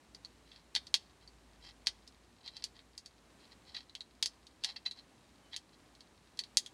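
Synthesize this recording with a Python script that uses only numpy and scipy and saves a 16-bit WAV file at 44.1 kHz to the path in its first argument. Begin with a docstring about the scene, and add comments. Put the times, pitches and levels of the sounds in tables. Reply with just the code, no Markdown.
"""A quiet rumble, a low wavering hum and faint hiss run throughout while scissors work through stiff, thin plastic.
Cracks: noise bursts and stick-slip pulses ring sheet, free flap and blades, and a small dry room answers.
Scrapes: bunches of tiny random slips, swelling in short strokes, drag along the cut edge over faint ticks.
One thin squeak, a sinking and roughened sine, sounds as the blades start to close.
Rumble and hiss are coloured noise and the hum is a drifting sine, all close to a phone over a workbench."""
import sys
import numpy as np
from scipy import signal
from scipy.fft import rfft, irfft
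from scipy.io import wavfile
from scipy.ndimage import uniform_filter1d

SR = 44100
rng = np.random.default_rng(int(sys.argv[2]) if len(sys.argv) > 2 else 0)


def unload_wav(signal):
    """Save mono or channel-first audio to the path in sys.argv[1] as 16-bit WAV at rate SR, clipped to [-1, 1]."""
    wavfile.write(
        sys.argv[1],
        SR,
        np.round(np.clip(np.atleast_2d(signal).T, -1, 1) * 32767).astype(np.int16),
    )


N = 296831

# steady room noise, relative spectrum: f/Hz, level/dB per Hz
ROOM_SPECTRUM = [(15, -44), (25, -15.5), (49, -4), (137, -10), (270, -7), (503, -14.5), (818, -15),
                 (1130, -16.5), (1370, -20), (1700, -19.5), (3520, -24.5), (4030, -22.5), (4610, -26),
                 (8830, -29), (16000, -48)]
# strokes of the blades along the edge: middle t/s, half length t/s, swell level/dB, added blade ring level/dB
SCRAPE_STROKES = [(0.533, 0.059, -68.5, 3), (0.749, 0.0022, -48, 0), (1.233, .012, -66, 5),
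                  (1.674, .027, -51.5, -5), (2.413, .003, -58.5, 0), (2.472, 0.019, -55.5, 6),
                  (2.577, .034, -62.5, 5), (2.773, .02, -63.5, 0), (3.433, 0.02, -61.5, 2),
                  (3.523, 0.0094, -62, 3), (3.692, 0.019, -60, 5), (3.779, 0.029, -52.5, 1),
                  (4.683, .026, -47.5, 3.5), (4.858, .003, -46, 2), (4.987, 0.021, -60.5, 5.5),
                  (5.538, 0.013, -53.5, 2), (5.739, 0.0085, -62, 4)]
# colour of the rubbing: f/Hz, level/dB
RUB_COLOUR = [(200, -42), (800, -11), (1300, -15.5), (1800, -11.5), (2600, -10), (3400, -8), (4200, 0.5),
              (5200, -7), (6300, -20.5), (7500, -21.5), (16000, -48.5)]
# resonances of the scissors: f/Hz, width f/Hz, level/dB
BLADE_MODES = [(900, 220, 5), (1680, 110, 4), (1955, 150, 7), (2697, 110, 4), (3265, 220, 8), (3721, 70, 3),
               (4003, 60, 3), (4540, 110, 4), (5314, 70, 5), (5865, 110, 4), (6420, 200, 6), (8490, 110, 4)]
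# cracks of the sheet: start t/s, level/dB over the first 10 ms, tear length t/s (0 is one clean break),
# ring of the free flap f/Hz, height of that ring level/dB, brightness level/dB
SHEET_CRACKS = [(0.147, -50.5, 0.0018, 4840, 13.5, 5), (0.2486, -46, 0, 4320, 22.5, 7),
                (0.515, -56, .005, 3600, 16, -2), (0.5592, -57, .003, 4880, 4, -10),
                (0.7514, -31, 0.00029, 4500, 2.5, -1.5), (0.7602, -29.5, .0033, 3650, 10, -5),
                (0.8685, -50, .001, 4830, 6, 1.5), (0.9417, -23, 0.00012, 3260, 2.5, -1.5),
                (1.2763, -54.5, 0, 4620, 21, 7), (1.8603, -51, 0.0045, 4840, 2, 1),
                (1.8704, -26.5, 0, 5430, 5, -3.5), (2.076, -54.5, .002, 5030, 8.5, 5),
                (2.477, -43.5, 0.00097, 3900, 16, -1.5), (2.5677, -46.5, 0, 4870, 7, -1.5),
                (2.6237, -52, 0.00041, 5230, 9, -6), (2.64, -35.5, .0011, 4810, 5.5, 4.5),
                (2.7916, -57, 0, 3720, 13, -13), (2.978, -45.5, 0.0021, 4820, 16, 12),
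                (3.0594, -50, 0.0021, 4930, 14, 8), (3.745, -43.5, 0.0077, 3910, 9.5, -7),
                (3.7629, -41, 0.009, 4030, 11, -8.5), (3.8954, -56.5, 0.00056, 3940, 17, 1),
                (3.952, -43.5, 0, 3220, 12, 1), (4.007, -43.5, 0, 3960, 23, 5.5),
                (4.226, -28, 0.0018, 4880, 0.5, 0), (4.2588, -32.5, .0004, 4900, 8, 6),
                (4.4672, -55.5, 0.0034, 3940, 4, 1), (4.637, -36.5, 0.002, 3380, 8.5, -0.5),
                (4.6459, -31.5, 0.00027, 5460, 3, -1), (4.7028, -51, 0, 4000, 22, 3),
                (4.7596, -43.5, 0.0073, 4930, 3.5, -12.5), (4.859, -32, 0.0071, 4030, 17, -4.5),
                (4.9115, -42.5, 0, 4040, 24, 8), (4.9894, -56, 0, 4040, 30, 8.5),
                (5.5313, -46, .002, 3360, 14, -8), (5.54, -43.5, 0.0039, 3840, 18, -5),
                (5.5631, -39.5, 0.001, 2970, 4, 3.5), (5.951, -62, 0.00068, 4200, 6, 3),
                (6.0068, -55.5, 0, 4400, 4, -0.5), (6.3725, -58.5, .003, 4850, -1, 3),
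                (6.3903, -33.5, 0.0022, 4500, 5, 0.5), (6.4373, -48, 0, 3900, 8, -1),
                (6.5714, -22, 0, 4950, 6, 8), (6.662, -46, 0, 3400, 17, 10)]
# colour of a crack: f/Hz, level/dB
SHEET_COLOUR = [(150, -37), (500, -31.5), (900, -26.5), (1300, -26.5), (1900, -18), (2400, -15), (3300, -8),
                (4400, 2), (5400, -7), (6400, -10.5), (8000, -15), (11000, -20.5), (12000, -34),
                (16000, -39)]

TIME = np.arange(N) / SR  # s
SIZE = 8192  # samples in a filter or a crack
FREQ = np.maximum(np.arange(SIZE // 2 + 1) * SR / SIZE, 1)  # Hz, kept above 0 for the logarithm

ROOM_DB = -64.5
# the low hum fades slowly and swells once
HUM_HZ, HUM_DB, HUM_FADE_DB_PER_S = 56, -70, 1.24
HUM_SWELL_S, HUM_SWELL_HALF_S, HUM_SWELL_DB = 1.58, 0.27, 8
# the squeak passes PIVOT_HZ at PIVOT_S
PIVOT_S, PIVOT_HALF_S, PIVOT_DB = 5.46, 0.022, -70
PIVOT_HZ, PIVOT_SAG_HZ_PER_S = 3020, 1400
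# the resonance that the rubbing excites most
RUB_RING_HZ, RUB_RING_WIDTH_HZ = 4100, 500
# share of the flap's ring height, in dB, that reaches the walls
RING_IN_ROOM = 0.8
# low mids of a crack: a freely ringing flap adds body, a bright brittle break takes it away
# (dB, dB per dB of ring, dB per dB of brightness)
BODY_DB, BODY_PER_RING, BODY_PER_BRIGHTNESS = 0.54, 0.65, 0.51
TOP_HZ = 15900


def undb(db):
    """Decibels to gain."""
    return 10 ** (np.asarray(db) / 20)


def unit(x):
    """Scale to rms 1."""
    return x / np.sqrt(np.mean(x ** 2))


def add(out, start_s, x):
    """Mix x into out from start_s on, dropping what runs past the end."""
    start = max(int(start_s * SR), 0)
    out[start:start + len(x)] += x[:max(N - start, 0)]


def swell(middle_s, half_s):
    """A smooth bell-shaped rise to 1 and fall."""
    return np.exp(-0.5 * ((TIME - middle_s) / half_s) ** 2)


def walk(rate):
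    """Random drift with a spread near 1, gliding to a new value rate times a second."""
    hold = max(int(SR / rate), 1)
    steps = np.repeat(rng.standard_normal(N // hold + 1), hold)
    return uniform_filter1d(steps, hold)[:N]


def shape(points):
    """Join (Hz, dB) points on a log-frequency axis."""
    hz, db = np.transpose(points)
    return np.interp(np.log(FREQ), np.log(hz), db)


def bump(hz, width_hz, db):
    """One resonance, as a gain curve in dB."""
    return db / (1 + (2 * (FREQ - hz) / width_hz) ** 2)


def colour(x, db):
    """Causal minimum-phase filter with the given gain: resonances ring on after the blow."""
    cepstrum = irfft(db * np.log(10) / 20)
    # fold the cepstrum onto positive time
    cepstrum[1:SIZE // 2] *= 2
    cepstrum[SIZE // 2 + 1:] = 0
    impulse_response = irfft(np.exp(rfft(cepstrum)))
    return signal.fftconvolve(x, impulse_response)[:len(x)]


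def even(x, width_hz=700):
    """Level the broad lumps of a random excitation, keep the fine grain, so the colour sets the spectrum."""
    bins = max(int(width_hz * SIZE / SR), 1)
    power = uniform_filter1d(np.abs(rfft(x)) ** 2, bins)
    return colour(x, -10 * np.log10(power + 1e-12))


def decay(t60):
    """Dense reflections that die away at a rate of 60 dB in t60 seconds; energy 1."""
    x = rng.standard_normal(SIZE) * undb(-60 * TIME[:SIZE] / t60)
    return x / np.linalg.norm(x)


def room_noise(waver_db=1.0):
    """Steady rumble and hiss: coloured noise whose level wavers a little."""
    air = unit(colour(rng.standard_normal(N), shape(ROOM_SPECTRUM)))
    return air * undb(ROOM_DB + waver_db * walk(5.4))


def hum(drift=0.05, waver_db=2.0):
    """A low sine whose pitch and level waver as it fades, with one swell."""
    phase = 2 * np.pi * np.cumsum(HUM_HZ * (1 + drift * walk(8))) / SR
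    level_db = HUM_DB - HUM_FADE_DB_PER_S * TIME
    level_db = level_db + HUM_SWELL_DB * swell(HUM_SWELL_S, HUM_SWELL_HALF_S)
    return unit(np.sin(phase)) * undb(level_db + waver_db * walk(3.24))


def walls(room_db=-1, room_t60=0.073, room_lag_s=0.0035, late_db=-22, late_t60=0.33):
    """Bench and walls answer a moment later: a short dense decay and a weaker, longer one."""
    tail = undb(room_db) * decay(room_t60) + undb(late_db) * decay(late_t60)
    lag = np.zeros(int(room_lag_s * SR))
    return np.r_[lag, tail][:SIZE]


def flexing(flex_t60=0.014):
    """The direct tick, a dense flutter as it spreads through the sheet, then waves running to and fro."""
    tick = signal.unit_impulse(SIZE) + 1.2 * decay(0.004)
    return tick + undb(4.0) * decay(flex_t60)


def blades():
    """The scissor resonances added up, as a gain curve in dB."""
    return sum(bump(*mode) for mode in BLADE_MODES)


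def pivot_squeak(rough=0.0066):
    """A thin, sinking squeak as the blades start to close; fast pitch drift roughens it."""
    hz = PIVOT_HZ - PIVOT_SAG_HZ_PER_S * (TIME - PIVOT_S)
    phase = 2 * np.pi * np.cumsum(hz * (1 + rough * walk(330))) / SR
    return np.sin(phase) * undb(PIVOT_DB) * swell(PIVOT_S, PIVOT_HALF_S)


def grains(rate, spread_db, bunching_db):
    """Tiny slips at random moments, rate per second; bunching_db swells them as the edge sticks and lets go."""
    size_db = spread_db * np.minimum(rng.exponential(size=N), 3)
    size = undb(size_db + bunching_db * walk(160))
    slips = (rng.random(N) < rate / SR) * size * rng.choice([-1, 1], N)
    response = even(flexing() + undb(-2.5) * walls())
    ringing = signal.fftconvolve(slips, response)
    return unit(colour(ringing, shape(RUB_COLOUR) + blades())[:N])


def scrapes(edge_db=-1, handling_db=-80, crackle_db=-10):
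    """Steel drags over the cut edge in short strokes; the held sheet ticks faintly, more so under the blades."""
    rasp = grains(rate=1600, spread_db=4, bunching_db=3.5)
    ticks = grains(rate=25, spread_db=2.5, bunching_db=0)
    edge = undb(edge_db) * rasp + undb(crackle_db) * ticks
    strokes = np.zeros(N)
    for middle_s, half_s, db, ring_db in SCRAPE_STROKES:
        stroke = undb(db) * swell(middle_s, half_s) * edge
        strokes += colour(stroke, bump(RUB_RING_HZ, RUB_RING_WIDTH_HZ, ring_db))
    return strokes + undb(handling_db) * ticks


def tear(length_s, ring_hz, slip_db=-1):
    """One clean break, or a swelling run of tiny fractures with slips that lock to the ringing flap."""
    count = 1 + int(max(length_s, 0) * SR)
    force = np.sin(np.pi * (np.arange(count) + 0.5) / count)
    # one slip per period of the flap
    slips = np.diff(np.floor(np.arange(count + 1) * ring_hz / SR))
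    return force * (rng.standard_normal(count) + undb(slip_db) * slips)


def cracks(flap_width_hz=900, wet_db=-5):
    """Each crack rings the scissors and the sheet, whose free flap has its own pitch and height."""
    out = np.zeros(N)
    body = shape(SHEET_COLOUR) + blades()
    low = shape([(2200, 1), (3400, 0)])
    high = shape([(4800, 0), (6500, 1)])
    for start_s, db, length_s, ring_hz, ring_db, bright_db in SHEET_CRACKS:
        push = tear(length_s, ring_hz)
        flap = bump(ring_hz, flap_width_hz, ring_db)
        low_db = BODY_DB + BODY_PER_RING * ring_db - BODY_PER_BRIGHTNESS * bright_db
        tone = body + low_db * low + bright_db * high
        direct = even(np.convolve(flexing(), push)[:SIZE])
        near = colour(direct, tone + flap)
        # the flap beams its ring at the microphone; the room hears a broader mix
        reflected = even(np.convolve(walls(), push)[:SIZE])
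        far = colour(reflected, tone + RING_IN_ROOM * flap)
        crack = unit(near) + undb(wet_db) * unit(far)
        # the level counts over the first 10 ms
        add(out, start_s, crack * undb(db) / np.std(crack[:SR // 100]))
    return out


def scene():
    """Room and cutting together at one microphone."""
    mix = room_noise() + hum() + pivot_squeak() + scrapes() + cracks()
    return mix[None]


def record(dry):
    """The phone cuts the deepest bass and the top."""
    bass_cut = signal.butter(10, 49, "high", fs=SR, output="sos")
    # 0.2 dB of ripple below TOP_HZ, 70 dB of rejection in the stopband
    top_cut = signal.ellip(8, 0.2, 70, TOP_HZ, fs=SR, output="sos")
    return signal.sosfilt(top_cut, signal.sosfilt(bass_cut, dry))


dry = scene()
out = record(dry)
unload_wav(out)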